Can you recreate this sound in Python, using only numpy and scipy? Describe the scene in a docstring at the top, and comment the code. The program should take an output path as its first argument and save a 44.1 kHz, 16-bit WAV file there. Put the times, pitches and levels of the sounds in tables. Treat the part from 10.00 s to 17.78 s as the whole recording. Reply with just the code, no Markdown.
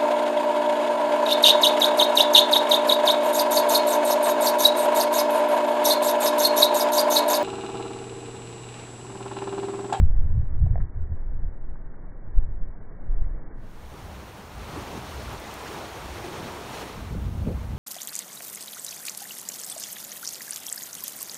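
"""A night shore in gusty wind. At first the sea is a muffled wash under deep buffeting of the microphone,
with a few knocks and faint ticks. Then the sound opens up: one wave breaks and runs up the beach,
and as it drains the wind catches the microphone again. Wind is low noise swelled by gusts;
the wave is noise in three bands (tumble, roar, foam hiss) with ringing air bubbles and spray."""
import sys
import numpy as np
from scipy import signal
from scipy.fft import rfft, irfft
from scipy.io import wavfile
from scipy.ndimage import uniform_filter1d

SR = 44100
rng = np.random.default_rng(int(sys.argv[2]) if len(sys.argv) > 2 else 0)


def master_out(mix):
    """Clip the mix to full scale and print it as 16-bit PCM to the path in sys.argv[1]."""
    frames = np.transpose(np.atleast_2d(mix))
    ceiling = np.clip(frames, -1, 1)
    pcm = np.round(ceiling * 32767).astype(np.int16)
    wavfile.write(sys.argv[1], SR, pcm)


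N = 343098
TIME = np.arange(N) / SR


def amp(db):
    """Decibels to gain."""
    return 10 ** (np.asarray(db) / 20)


def unit_rms(x):
    """Scales to rms 1."""
    return x / np.sqrt(np.mean(x ** 2) + 1e-20)


def spectrum_gain(spectrum, hz):
    """Gain at hz, interpolated in dB over log frequency."""
    points_hz, db = np.transpose(spectrum)
    return amp(np.interp(np.log(hz + 1), np.log(points_hz + 1), db))


def add(mix, start_s, sound):
    """Mixes a sound in at start_s."""
    part = mix[max(round(start_s * SR), 0):][:len(sound)]
    part += sound[:len(part)]


def low_pass(x, hz):
    """Steep cut above hz."""
    return signal.oaconvolve(x, signal.firwin(1023, hz, window=("kaiser", 9), fs=SR), "same")


def noise(spectrum):
    """Steady shaped noise, rms 1."""
    gain = spectrum_gain(spectrum, np.fft.rfftfreq(N, 1 / SR))
    return unit_rms(irfft(rfft(rng.standard_normal(N)) * gain, N))


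def turbulence(spectrum, span_samples):
    """Noise levelled over short spans, so the gusts alone shape it."""
    x = noise(spectrum)
    power = uniform_filter1d(uniform_filter1d(x ** 2, span_samples), span_samples)
    return unit_rms(x / np.sqrt(power + 0.024))


def patches(shape, frames, bins):
    """Smooth random time-frequency field, rms 1."""
    field = uniform_filter1d(rng.standard_normal(shape), frames, axis=0)
    return unit_rms(uniform_filter1d(field, bins, axis=1))


def bursts(rows, width_octaves):
    """Band-noise puffs: fast attack, slower decay."""
    out, hz = np.zeros(N), np.fft.rfftfreq(16384, 1 / SR)
    for start_s, rms_db, length_s, centre_hz in rows:
        band = np.exp(-.5 * (np.log2((hz + 1) / centre_hz) / width_octaves) ** 2)
        puff = irfft(rfft(rng.standard_normal(16384)) * band)[:int(length_s * SR)]
        u = np.linspace(0, 1, len(puff))
        add(out, start_s, amp(rms_db) * unit_rms(puff * np.sqrt(u) * (1 - u) ** 2))
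    return out


def swells(rows, base_db, rise_share=0.47, drop_db=11, roundness=2.6):
    """Level in dB per part: base plus rounded swells, each length taken drop_db below its crest."""
    powers = [amp(db) ** 2 + np.zeros(N) for db in base_db]
    for crest_s, length_s, *crest_db in rows:
        near = abs(TIME - crest_s) < 2 * length_s
        u = (TIME[near] - crest_s) / length_s
        shape = amp(-drop_db * np.maximum(-u / rise_share, u / (1 - rise_share)) ** roundness)
        for power, db in zip(powers, crest_db):
            power[near] += (amp(db) * shape) ** 2
    return 10 * np.log10(powers)


# Distant surf: (time [s], level [dB])
FAR_SEA_LEVEL = [(0, -46), (1.6, -48), (2.7, -47.5), (3.4, -45)]
# Distant surf: (frequency [Hz], relative level [dB])
FAR_SEA_SPECTRUM = [(40, -2.5), (120, 6), (220, -1.5), (400, -4.5), (520, -7.5), (630, -9.5), (780, -11.5),
                    (1100, -15.5), (1300, -19), (1500, -17.5), (1900, -19.5), (2100, -27), (2300, -25.5)]
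def far_sea(flicker_db=0.7):
    """Even, dull wash of surf along the shore."""
    level_db = np.interp(TIME, *np.transpose(FAR_SEA_LEVEL))
    flicker = unit_rms(uniform_filter1d(rng.standard_normal(N), 500))
    return amp(level_db + flicker_db * flicker) * noise(FAR_SEA_SPECTRUM)


# Spent foam: (frequency [Hz], relative level [dB])
FIZZ_SPECTRUM = [(500, -4.5), (3000, -2), (9000, 6), (15700, 5)]
def fizz(level_db=-61):
    """Fine, steady hiss of spent foam."""
    return amp(level_db) * noise(FIZZ_SPECTRUM)


# Ticks: (time [s], rms [dB], length [s], centre [Hz])
TICK_BURSTS = [(.801, -54, 0.029, 1340), (1.756, -52.5, 0.0066, 1030), (1.94, -56.5, 0.009, 1400),
               (2.81, -56, 0.013, 720), (3.244, -58.5, 0.0084, 1600)]
def ticks():
    """Faint midrange ticks."""
    return bursts(TICK_BURSTS, width_octaves=0.42)


# Knocks on the case: (time [s], level [dB], click gain [ratio])
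CASE_KNOCKS = [(0.6645, -30, 0.07), (0.7568, -21.5, 0.17), (0.7785, -29, 0.16)]
# Case resonances: (frequency [Hz], gain [dB], t60 [s])
CASE_MODES = [(682, 5, 0.017), (543, -6, 0.023), (920, -16.5, 0.021)]
def knocks(click_hz=1800, click_decay_s=0.0014, attack_s=0.0017):
    """A click and the brief, hollow ring of the camera's case."""
    out, t = np.zeros(N), np.arange(SR // 10) / SR
    ring = sum(amp(db - 60 * t / t60_s) * np.sin(2 * np.pi * hz * t) for hz, db, t60_s in CASE_MODES)
    ring *= 1 - np.exp(-t / attack_s)
    click = np.sin(2 * np.pi * click_hz * t) * np.exp(-t / click_decay_s)
    for start_s, level_db, click_gain in CASE_KNOCKS:
        add(out, start_s, amp(level_db) * (ring + click_gain * click))
    return out


# Flurries: (time [s], rms [dB], length [s], centre [Hz])
FLURRY_BURSTS = [(4.76, -38, 0.04, 288), (5.33, -40.5, 0.029, 242), (7.147, -39.5, 0.018, 317),
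                 (7.467, -37.5, 0.097, 400)]
def flurries():
    """Bursts of rougher air or slapping water."""
    return bursts(FLURRY_BURSTS, width_octaves=0.57)


# Gusts on the microphone: (crest time [s], length [s], swings [dB], eddies [dB])
WIND_GUSTS = [(.02, 0.084, -31.5, -14), (.13, 0.27, -13.5, -32), (.27, 0.16, -17.5, -25),
              (.38, 0.12, -20, -22.5), (.52, 0.15, -16, -30), (.635, 0.1, -23, -17.5),
              (.76, 0.21, -22.5, -24.5), (1.01, 0.17, -26.5, -30), (1.12, 0.062, -29, -27),
              (1.24, 0.24, -25.5, -44.5), (1.41, 0.24, -23, -35.5), (1.68, 0.25, -26.5, -59),
              (1.83, 0.12, -32.5, -49), (2.285, .06, -31, -42), (2.385, 0.11, -15, -31.5),
              (2.48, .13, -21, -36.5), (2.62, 0.15, -22, -40), (3.09, 0.09, -21, -42),
              (3.2, 0.31, -19, -40), (3.48, 0.34, -39.5, -61), (3.86, .16, -41, -58),
              (4.09, 0.34, -42, -69), (4.6, 0.14, -39, -55), (4.77, 0.21, -41.5, -47.5),
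              (4.98, 0.15, -46, -43.5), (5.23, 0.34, -38, -58), (6.1, 0.32, -42, -69),
              (6.42, 0.12, -56, -40.5), (7.02, 0.17, -38.5, -43), (7.15, 0.15, -31, -39),
              (7.26, 0.2, -30.5, -41.5), (7.47, 0.33, -28.5, -37.5), (7.76, 0.34, -32, -39.5)]
def gusts(swings, eddies, lull_db):
    """Gusts lift the deep swings and faster eddies above their lull levels."""
    swing_db, eddy_db = swells(WIND_GUSTS, lull_db)
    return amp(swing_db) * swings + amp(eddy_db) * eddies


# Light wind: (frequency [Hz], relative level [dB])
BREEZE_SPECTRUM = [(15, -11), (40, -3), (65, 6.5), (100, 1.5), (140, -3.5), (210, -6.5), (300, -16.5),
                   (600, -26.5), (2000, -74)]
def breeze(split_hz=135):
    """Lighter wind that flutters under the wave and rises after it."""
    air = turbulence(BREEZE_SPECTRUM, span_samples=2400)
    deep = low_pass(air, split_hz)
    return gusts(unit_rms(deep), unit_rms(air - deep), lull_db=(-49.5, -52.5))


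# Pressure swings: (frequency [Hz], relative level [dB])
SWING_SPECTRUM = [(5, 4), (12, 5), (24, 2.5), (50, -11), (75, -32.5), (130, -48.5), (400, -78)]
# Eddies: (frequency [Hz], relative level [dB])
EDDY_SPECTRUM = [(30, -8), (60, 1.5), (85, 3), (125, -10.5), (170, -17.5), (250, -34), (500, -63.5),
                 (1500, -92.5)]
def deep_wind():
    """Slow pressure swings and faster eddies on the microphone."""
    swings = turbulence(SWING_SPECTRUM, span_samples=4000)
    eddies = turbulence(EDDY_SPECTRUM, span_samples=1500)
    return gusts(swings, eddies, lull_db=(-34.5, -55))


# Hardest single eddies on the microphone: (time [s], peak [dB], half length [s])
EDDY_HITS = [(.017, -15.5, .002), (0.38, -14, 0.0027), (0.639, -10, 0.0029), (0.712, -14, 0.0031),
             (0.823, -20.5, 0.0046), (2.383, -11, 0.0088), (3.218, -19, 0.0041), (7.268, -18.5, 0.0028),
             (7.418, -25, 0.0018), (7.476, -14.5, 0.0014)]
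def buffets():
    """Each passing eddy is a pressure dip between two shallow crests."""
    out = np.zeros(N)
    for centre_s, peak_db, half_s in EDDY_HITS:
        u = (TIME - centre_s) / half_s
        near = abs(u) < 7
        out[near] -= amp(peak_db) * (1 - u[near] ** 2) * np.exp(-u[near] ** 2 / 2)
    return out


# Spray: (time [s], rms [dB], length [s], centre [Hz])
SPRAY_BURSTS = [(5.329, -50, .005, 13000), (5.399, -50, .006, 9000), (5.54, -44, 0.0041, 10000),
                (5.591, -52, .005, 8500), (6.72, -60, 0.084, 5500), (7.218, -60.5, .006, 12500)]
def spray():
    """Bright spray, as single drops or a whole sheet."""
    return bursts(SPRAY_BURSTS, width_octaves=0.59)


# Air pocket: (time [s], rms [dB], length [s], centre [Hz])
GULP_BURST = [(6.235, -44, 0.13, 362)]
def gulp():
    """A large air pocket gulps in the surf."""
    return bursts(GULP_BURST, width_octaves=0.13)


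# Rows for tumble, roar, foam: (run-up level [dB], slope against wave strength [dB/dB])
SURGE_PARTS = [(-45, 0.88), (-43, 0.78), (-48.5, 1)]
# Crests spilling in the run-up: (crest time [s], length [s], tumble [dB], roar [dB], foam [dB])
SPILLING_CRESTS = [(4.92, 0.23, -43, -52, -58), (5.72, 0.28, -44, -46, -51),
                   (6.36, 0.51, -45.5, -49.5, -53), (6.77, 0.17, -42.5, -45.5, -46)]
def surge(break_s=4.508, build_s=0.25, run_up_s=2.135, ebb_s=0.31, calm_db=-7, drained_db=-9.5):
    """Tumble, roar and foam levels in dB as the wave breaks, runs up and drains."""
    stages_s = np.cumsum([break_s, build_s, run_up_s, ebb_s])
    strength_db = np.interp(TIME, stages_s, [calm_db, 0, 0, drained_db])
    return swells(SPILLING_CRESTS, [db + slope * strength_db for db, slope in SURGE_PARTS])


def bubbles(relative_db=-12, sizes=36, per_size_per_s=9, decay_cycles=9, spread_db=3.5, glide=0.019):
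    """Trapped air pockets ring briefly, rising in pitch; their level follows the roar."""
    out, t = np.zeros(N), np.arange(SR // 8) / SR
    for hz in np.geomspace(330, 3200, sizes):
        age = t * hz / decay_cycles
        envelope = (1 - np.exp(-10 * age)) * np.exp(-age)
        ring = envelope * np.sin(2 * np.pi * decay_cycles * age * (1 + glide * age))
        births = np.zeros(N)
        onsets = rng.integers(0, N, int(per_size_per_s * N / SR))
        births[onsets] = amp(spread_db * np.minimum(rng.exponential(1, len(onsets)), 4))
        out += signal.oaconvolve(births, ring)[:N]
    _, roar_db, _ = surge()
    return amp(roar_db + relative_db) * unit_rms(out)


# Breaking wave: (frequency [Hz], relative level [dB])
WAVE_SPECTRUM = [(30, -45), (100, -14), (200, -7.5), (380, -4.5), (520, -5.5), (950, -1), (1350, -4.5),
                 (1700, -8.5), (2200, -9.5), (4200, -14), (6500, -18), (9000, -22), (12500, -26.5),
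                 (15700, -29)]
def wave(clump_db=1.25, fizz_db=1.1, flicker_db=0.54):
    """Water tumbles low, roars in the middle and hisses as foam; splashes make it patchy."""
    hz, frame_s, white = signal.stft(rng.standard_normal(N), SR, nperseg=512, noverlap=384)
    colour = spectrum_gain(WAVE_SPECTRUM, hz)
    field_db = np.zeros((len(frame_s), len(hz)))
    bands_hz, centres_hz = [(250, 600), (650, 2000), (3000, 15000)], [420, 1050, 4200]
    for level_db, (low_hz, high_hz), own_band in zip(surge(), bands_hz, np.eye(3)):
        band_power = np.mean(colour ** 2 * (hz > low_hz) * (hz < high_hz))
        gain_db = np.interp(frame_s, TIME, level_db) - 10 * np.log10(band_power)
        blend = np.interp(np.log(hz + 1), np.log(centres_hz), own_band)
        field_db += np.outer(gain_db, blend)
    # Big cavities clump; small bubbles are smoother.
    coarse = 1 / (1 + (hz / 1800) ** 2)
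    field_db += clump_db * coarse * patches(field_db.shape, frames=12, bins=4)
    field_db += fizz_db * (1 - coarse) * patches(field_db.shape, frames=3, bins=12)
    field_db += flicker_db * patches(field_db.shape, frames=10, bins=200)
    _, water = signal.istft(white * (colour * amp(field_db)).T, SR, nperseg=512, noverlap=384)
    return water[:N]


def scene(fade_start_s=3.54, fade_end_s=4.04, muffle_hz=2320):
    """The muffled shore fades into the open one."""
    opening = np.clip((TIME - fade_start_s) / (fade_end_s - fade_start_s), 0, 1)
    muffled = low_pass(deep_wind() + far_sea() + knocks() + ticks(), muffle_hz)
    water = wave() + bubbles() + fizz() + spray() + gulp()
    shore = water + breeze() + flurries()
    return (muffled * (1 - opening) + shore * opening + buffets())[None]


# Microphone response dips: (centre [Hz], width [Hz], depth [dB])
TREBLE_DIPS = [(4890, 135, 4.3), (7700, 300, 3.2), (10480, 250, 5.5)]
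def record(dry, limit_hz=15750):
    """The microphone's treble dips, then the band limit."""
    hz = np.fft.rfftfreq(N, 1 / SR)
    dips_db = sum(depth_db * np.exp(-.5 * ((hz - centre_hz) / width_hz) ** 2)
                  for centre_hz, width_hz, depth_db in TREBLE_DIPS)
    dipped = irfft(rfft(dry[0]) * amp(-dips_db), N)
    return low_pass(dipped, limit_hz)[None]


dry = scene()
out = record(dry)
master_out(out)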